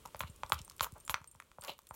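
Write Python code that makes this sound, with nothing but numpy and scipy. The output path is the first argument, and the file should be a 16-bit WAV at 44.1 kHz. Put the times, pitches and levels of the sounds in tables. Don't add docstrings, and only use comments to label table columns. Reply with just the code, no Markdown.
import sys
import numpy as np
from scipy import signal
from scipy.fft import rfft, irfft, next_fast_len
from scipy.io import wavfile
from scipy.ndimage import map_coordinates

SR = 44100
rng = np.random.default_rng(int(sys.argv[2]) if len(sys.argv) > 2 else 0)


def put_to_file(sound):
    columns = np.atleast_2d(sound).T
    safe = np.clip(columns, -1, 1)
    whole_steps = np.round(safe * 32767)
    wavfile.write(sys.argv[1], SR, whole_steps.astype(np.int16))


N = 85995
SIZE = 16384
HZ = np.fft.rfftfreq(SIZE, 1 / SR)
T = np.arange(SIZE) / SR


def amp(db):
    return 10 ** (np.asarray(db) / 20)


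def unit(x):
    return x / np.sqrt(np.mean(x ** 2) + 1e-20)


def peaked(x, db):
    return amp(db) * x / np.abs(x).max()


def along(points, hz):
    f, v = np.transpose(points)
    return np.interp(np.log(hz + 1), np.log(f + 1), v)


def fade(t, t60):
    return np.exp(-np.log(1000) * t / np.maximum(t60, 1e-4))


def resonance(f, hz, q):
    return 1j * f * hz / q / (hz * hz - f * f + 1j * f * hz / q)


def filtered(x, response):
    m = next_fast_len(len(x) + SR // 2)
    hz = np.fft.rfftfreq(m, 1 / SR)
    return irfft(rfft(x, m) * response(hz), m)[:len(x)]


def causal(gain):
    cepstrum = irfft(np.log(np.maximum(gain, 1e-6)))
    cepstrum[1:SIZE // 2] *= 2
    cepstrum[SIZE // 2 + 1:] = 0
    return np.exp(rfft(cepstrum))


def add(track, s, x):
    part = track[max(round(s * SR), 0):][:len(x)]
    part += x[:len(part)]


def in_room(x):
    # frequency in Hz, t60 in seconds.
    room_t60 = [(150, 0.089), (1200, 0.16), (4000, 0.2), (12000, 0.063)]
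    # frequency in Hz, relative level in dB.
    room_colour = [(100, -14), (500, -3.5), (1300, -2), (4000, -8.5), (12000, 1.5)]
    tail_db, gap_s = -12, 0.001
    hz, t, z = signal.stft(rng.standard_normal(SIZE), SR, nperseg=256)
    decay = fade(t, along(room_t60, hz)[:, None])
    shape = decay * amp(along(room_colour, hz))[:, None]
    tail = signal.istft(z * shape, SR, nperseg=256)[1][:SIZE]
    tail = tail * np.clip(T / gap_s - .5, 0, 1)
    return x + amp(tail_db) * signal.fftconvolve(x, tail / np.linalg.norm(tail))[:SIZE]


def room_noise():
    # frequency in Hz, relative level in dB per Hz.
    floor_colour = [(20, -11), (45, 9), (75, 1.5), (150, -3.5), (330, -8.5), (560, -8), (720, -17),
                    (1100, -10.5), (1750, -20), (3200, -16.5), (5000, -23), (8500, -19), (15500, -25)]
    # time in seconds, level in dB before the waver.
    floor_level = [(0, -61.5), (.4, -62.5), (1.0, -63.5), (1.3, -70), (1.55, -69), (1.95, -70.5)]
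    waver_db, wavers_per_s = 0.6, 12.83
    t = np.arange(N) / SR
    waver = map_coordinates(rng.standard_normal(SIZE), [t * wavers_per_s])
    level_db = np.interp(t, *np.transpose(floor_level)) + waver_db * waver
    hiss = filtered(rng.standard_normal(N), lambda hz: amp(along(floor_colour, hz)))
    return amp(level_db) * unit(hiss)


def squelches():
    # start in seconds, swell in seconds, hold in seconds,
    # t60 in seconds, gurgle pitch in Hz, then gurgle, spit and fizz rms in dB before the swell and decay.
    squeezes = [(0.053, .004, 0.0047, 0.019, 930, -48.5, -61.5, -57.5),
                (0.192, 0.00084, .012, 0.075, 990, -69, -70, -49.5),
                (0.204, 0.0013, 0.0038, 0.15, 1110, -44, -49, -55.5),
                (0.266, .008, 0.0049, 0.038, 1090, -68, -56.5, -72.5),
                (0.522, 0.00426, 0.0057, 0.08, 1310, -44, -48.5, -43.5),
                (0.573, .01, 0.013, 0.048, 1200, -62, -55.5, -86),
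                (0.81, 0.0037, 0.0081, 0.046, 1260, -57, -67, -47.5),
                (0.821, .009, 0.012, 0.034, 1170, -43, -44, -36),
                (0.845, .002, 0.0079, 0.016, 1120, -45.5, -61, -47),
                (0.857, .006, .008, .05, 1250, -50, -75, -58.5),
                (0.947, .018, .008, 0.062, 770, -55, -84, -87),
                (1.096, .006, 0.0081, 0.069, 1010, -47, -49.5, -39.5),
                (1.143, .006, .014, 0.16, 1300, -52.5, -64, -73.5),
                (1.619, .022, 0.021, 0.17, 1300, -52, -61.5, -58.5),
                (1.675, .008, 0.015, 0.12, 680, -45, -44, -53.5),
                (1.931, .015, 0.0069, .12, 930, -55, -67, -54)]
    # frequency in Hz, gain in dB.
    gurgle_colour = [(100, -1.5), (300, -4), (430, -8.5), (570, 2), (700, -10.5), (900, -2.5), (1300, -6),
                     (1750, -14.5), (2300, -14), (3000, -22), (6000, -39)]
    # frequency in Hz, gain in dB.
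    spit_colour = [(900, -23.5), (1800, -16.5), (2300, -2.5), (2550, -2.5), (2950, 5.5), (3300, -1),
                   (4100, 1), (4800, -10.5), (5600, -15.5), (7000, -7), (10000, -29)]
    # frequency in Hz, width in Hz, gain in dB.
    fizz_channels = [(7050, 550, -1.5), (9980, 210, -5.5), (11290, 230, 2), (12550, 380, -0.5),
                     (14350, 180, -8)]
    # frequency in Hz, gain in dB.
    fizz_bed = [(3000, -67), (5500, -11), (9000, -18), (15500, -7.5)]
    grains_per_s, gurgle_q = 4000, 1.5
    clump_db, clumps_per_s = 3, 450
    out = np.zeros(N)
    channels = sum(np.abs(resonance(HZ, hz, hz / width) * amp(db)) ** 2
                   for hz, width, db in fizz_channels)
    spit = causal(amp(along(spit_colour, HZ)))
    fizz = causal(np.sqrt(channels + amp(along(fizz_bed, HZ)) ** 2))
    for s, swell, hold, t60, hz, *levels in squeezes:
        gurgle = causal(amp(along(gurgle_colour, HZ))) * resonance(HZ, hz, gurgle_q)
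        sputter = map_coordinates(rng.uniform(-1, 1, SIZE), [T * clumps_per_s])
        sizes = rng.standard_normal(SIZE) * amp(clump_db * sputter)
        grains = rfft(sizes * (rng.random(SIZE) < grains_per_s / SR))
        rise = np.minimum(T / max(swell, 1e-4), 1)
        flow = rise * fade(np.maximum(T - swell - hold, 0), t60)
        rush = sum(amp(db) * unit(irfft(grains * cavity))
                   for db, cavity in zip(levels, (gurgle, spit, fizz)))
        add(out, s, in_room(flow * rush))
    return out


def pops():
    # start in seconds, peak in dB before the room tail, cavity pitch in Hz,
    # crack gain in dB, crack centre in Hz, snap gain in dB, snap centre in Hz
    pockets = [(0.0534, -41, 920, -23, 2200, -23, 7050), (0.0587, -38, 1030, -14, 3530, -2, 7200),
               (0.08, -53, 1010, -10, 2500, -24, 7000), (0.0877, -50.5, 970, -18, 2200, -30, 7000),
               (0.1467, -33, 710, -18, 2200, -23, 4700), (0.1586, -40, 1010, -2.5, 2240, -11.5, 5000),
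               (0.2065, -20.5, 1120, -2.5, 2570, -16.5, 8000), (0.2355, -31.5, 1150, -9, 1930, -30, 9000),
               (.4341, -25, 910, -13, 2700, -29.5, 6130), (0.5007, -34, 835, -23, 2200, -20, 8900),
               (0.5212, -10, 1200, -7, 3300, -22, 10800), (.6790, -42, 940, -15, 2520, -10.5, 7100),
               (0.7114, -45, 1140, -8, 3300, -11, 7000), (.7960, -29.5, 1390, 7, 3200, -12, 9000),
               (0.8081, -16.5, 1200, -8, 4120, -18, 6940), (0.8443, -22, 1140, -10, 3400, -7, 11560),
               (0.8545, -45, 1250, -5.5, 3300, -9, 12000), (0.867, -38.5, 1240, -25, 2300, -32, 10000),
               (.9680, -52, 860, -22, 2220, -25, 7040), (1.0786, -30, 1330, -6, 2900, -9, 7860),
               (1.0962, -17.5, 1060, -3, 3190, -13.5, 12000),
               (1.1426, -14.5, 1230, -4.5, 2270, -12.5, 5130), (1.2161, -46.5, 1100, -13, 2220, -19, 6900),
               (1.2431, -42, 1076, -9, 2530, -8.5, 5960), (1.35, -49.5, 870, -16.5, 2230, -26, 7000),
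               (1.4010, -34, 1400, -3, 2070, -12, 7850), (1.4229, -44.5, 1274, -6, 2570, -18.5, 7240),
               (1.5160, -46.5, 1250, -5, 2690, -13, 7140), (1.585, -37, 680, -34.5, 1860, -53, 7000),
               (1.7900, -43, 1050, -10, 3540, -12, 6000), (1.9096, -33.5, 870, -22.5, 2250, -34, 8000)]
    # frequency in Hz, gain in dB.
    body_colour = [(60, -8), (220, -9.5), (360, -12), (560, 2.5), (720, -6.5), (900, 3), (1400, 0.5),
                   (1750, -11.5), (2300, -16.5), (4500, -27.5), (15000, -36)]
    # frequency in Hz, gain in dB.
    crack_colour = [(500, -26), (1300, 9), (1750, 3.5), (2200, 2), (2500, 2.5), (2800, -7.5), (3250, 0.5),
                    (4000, -3), (4700, -7), (6000, -8.5), (9000, -8.5), (15000, -43)]
    # frequency in Hz, gain in dB.
    snap_colour = [(2000, -21), (4500, 1), (8000, 0.5), (12000, -4.5), (15500, -0.5)]
    cavity_q, crack_q, snap_q, tear_t60_s = 2.07, 2.1, 2.57, 0.0076
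    smear_cycles = .35
    out = np.zeros(N)
    smear = np.exp(-2j * np.pi * smear_cycles * np.log(1 + HZ / 100))
    for s, db, hz, crack_db, crack_hz, snap_db, snap_hz in pockets:
        cavity = np.abs(resonance(HZ, hz, cavity_q)) * amp(along(body_colour, HZ))
        crack = np.abs(resonance(HZ, crack_hz, crack_q)) * amp(crack_db + along(crack_colour, HZ))
        snap = np.abs(resonance(HZ, snap_hz, snap_q)) * amp(snap_db + along(snap_colour, HZ))
        tear = rng.standard_normal(SIZE) * fade(T, tear_t60_s)
        ragged_snap = causal(snap) * rfft(tear / np.linalg.norm(tear))
        burst = causal(np.hypot(cavity, crack)) + ragged_snap
        add(out, s, in_room(peaked(irfft(burst * smear), db)))
    return out


def thumps():
    # start in seconds, peak in dB, t60 in seconds, final pitch in Hz.
    bumps = [(0.057, -58.5, 0.081, 82.4), (0.148, -51.5, .13, 48), (0.208, -45.5, 0.22, 61),
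             (0.238, -42.5, 0.15, 73.4), (.296, -46, 0.1, 50), (0.438, -51.5, 0.16, 53),
             (.523, -40.5, 0.27, 71), (0.549, -49, 0.22, 75.4), (.604, -45.5, 0.082, 51),
             (.810, -43, 0.12, 50.7), (0.926, -45, 0.11, 51.5), (1.095, -44.5, 0.13, 51),
             (1.139, -47.5, 0.058, 54), (1.212, -52.5, 0.079, 55), (1.354, -58, 0.097, 66.6),
             (1.588, -52, 0.071, 56), (1.697, -58, 0.059, 91.5), (1.909, -51.5, 0.11, 48)]
    start_hz, sag_s, attack_s = 217, 0.0073, 0.0039
    out = np.zeros(N)
    for s, db, t60, end_hz in bumps:
        pitch = end_hz + (start_hz - end_hz) * np.exp(-T / sag_s)
        turns = np.cumsum(pitch) / SR
        envelope = (1 - np.exp(-T / attack_s)) * fade(T, t60)
        add(out, s, peaked(np.sin(2 * np.pi * turns) * envelope, db))
    return out


def tick(db, hz):
    tear = rng.standard_normal(SIZE) * fade(T, 0.0092)
    return peaked(irfft(rfft(tear) * resonance(HZ, hz, 1.5)), db)


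def ticks():
    # start in seconds, peak in dB before the room tail, centre in Hz.
    strands = [(.0735, -47, 7600), (.1665, -42, 13100), (0.1945, -35, 12500), (0.2139, -33, 12000),
               (.2305, -46, 5000), (.3615, -45, 9100), (.4630, -43.5, 4800), (.4965, -33.5, 9600),
               (.5430, -32, 4930), (.5905, -37, 4200), (.6163, -38, 5540), (.6984, -36, 6600),
               (.7652, -45, 10000), (.7815, -44, 8500), (.8153, -35, 13500), (0.821, -33, 3000),
               (.8865, -56, 13000), (.9218, -42, 9100), (.9385, -47, 10000), (1.3590, -52.5, 6700),
               (1.4410, -61, 6060), (1.6215, -39.5, 4100), (1.6375, -37.5, 5500), (1.6480, -35, 3950),
               (1.6740, -38.5, 6750), (1.6895, -45, 2950), (0.28, -47, 3500), (0.582, -47, 6500),
               (1.7020, -40, 3620), (1.7350, -49, 4970), (1.7807, -51, 11000), (1.7905, -46, 12500),
               (1.8180, -51, 11000), (1.8697, -43.5, 9000), (1.9430, -46, 6500)]
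    crackles_per_s, crackle_db, spread_db, crackle_hz = 20, -61, 8, 5730
    out = np.zeros(N)
    for s, db, hz in strands:
        add(out, s, in_room(tick(db, hz)))
    for k in range(int(crackles_per_s * N / SR)):
        size, pitch = rng.standard_normal(2)
        db = crackle_db + spread_db * min(size, 2)
        add(out, rng.uniform(0, N / SR), tick(db, crackle_hz * np.exp(.6 * pitch)))
    return out


def tink_mode(hz, t60):
    return np.sin(2 * np.pi * hz * T * (1 + 0.0041 * rng.standard_normal())) * fade(T, t60)


def tinks():
    # start in seconds, ring peak in dB, side modes in dB re the main mode.
    touches = [(.074, -58, 4), (.298, -50.5, -8), (.648, -46, -7), (1.001, -50, -12), (1.05, -46, 7),
               (1.063, -47, 4), (1.2747, -46, -15), (1.3138, -47.5, 0), (1.345, -59.5, -4),
               (1.6106, -43.5, -8), (1.8895, -50, -1), (1.904, -52.5, -2)]
    # nominal pitch in Hz, level in dB added to the tink's own, t60 in seconds.
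    side_modes = [(7320, 4.5, 0.03), (9900, -3.5, .05)]
    main_hz, main_t60_s, attack_s = 8580, 0.072, 0.0002
    touch_db, touch_hz = 2, 12500
    out = np.zeros(N)
    for s, db, side_db in touches:
        ring = tink_mode(main_hz, main_t60_s)
        for hz, level, t60 in side_modes:
            ring += amp(side_db + level + rng.normal(0, 3.1)) * tink_mode(hz, t60)
        ring = peaked(ring * (1 - np.exp(-T / attack_s)), db)
        add(out, s, ring + tick(db + touch_db, touch_hz))
    return out


def scene():
    return (room_noise() + squelches() + pops() + thumps() + ticks() + tinks())[None]


def record(dry):
    return np.array([filtered(x, lambda hz: hz < 15950) for x in dry])


dry = scene()
out = record(dry)
put_to_file(out)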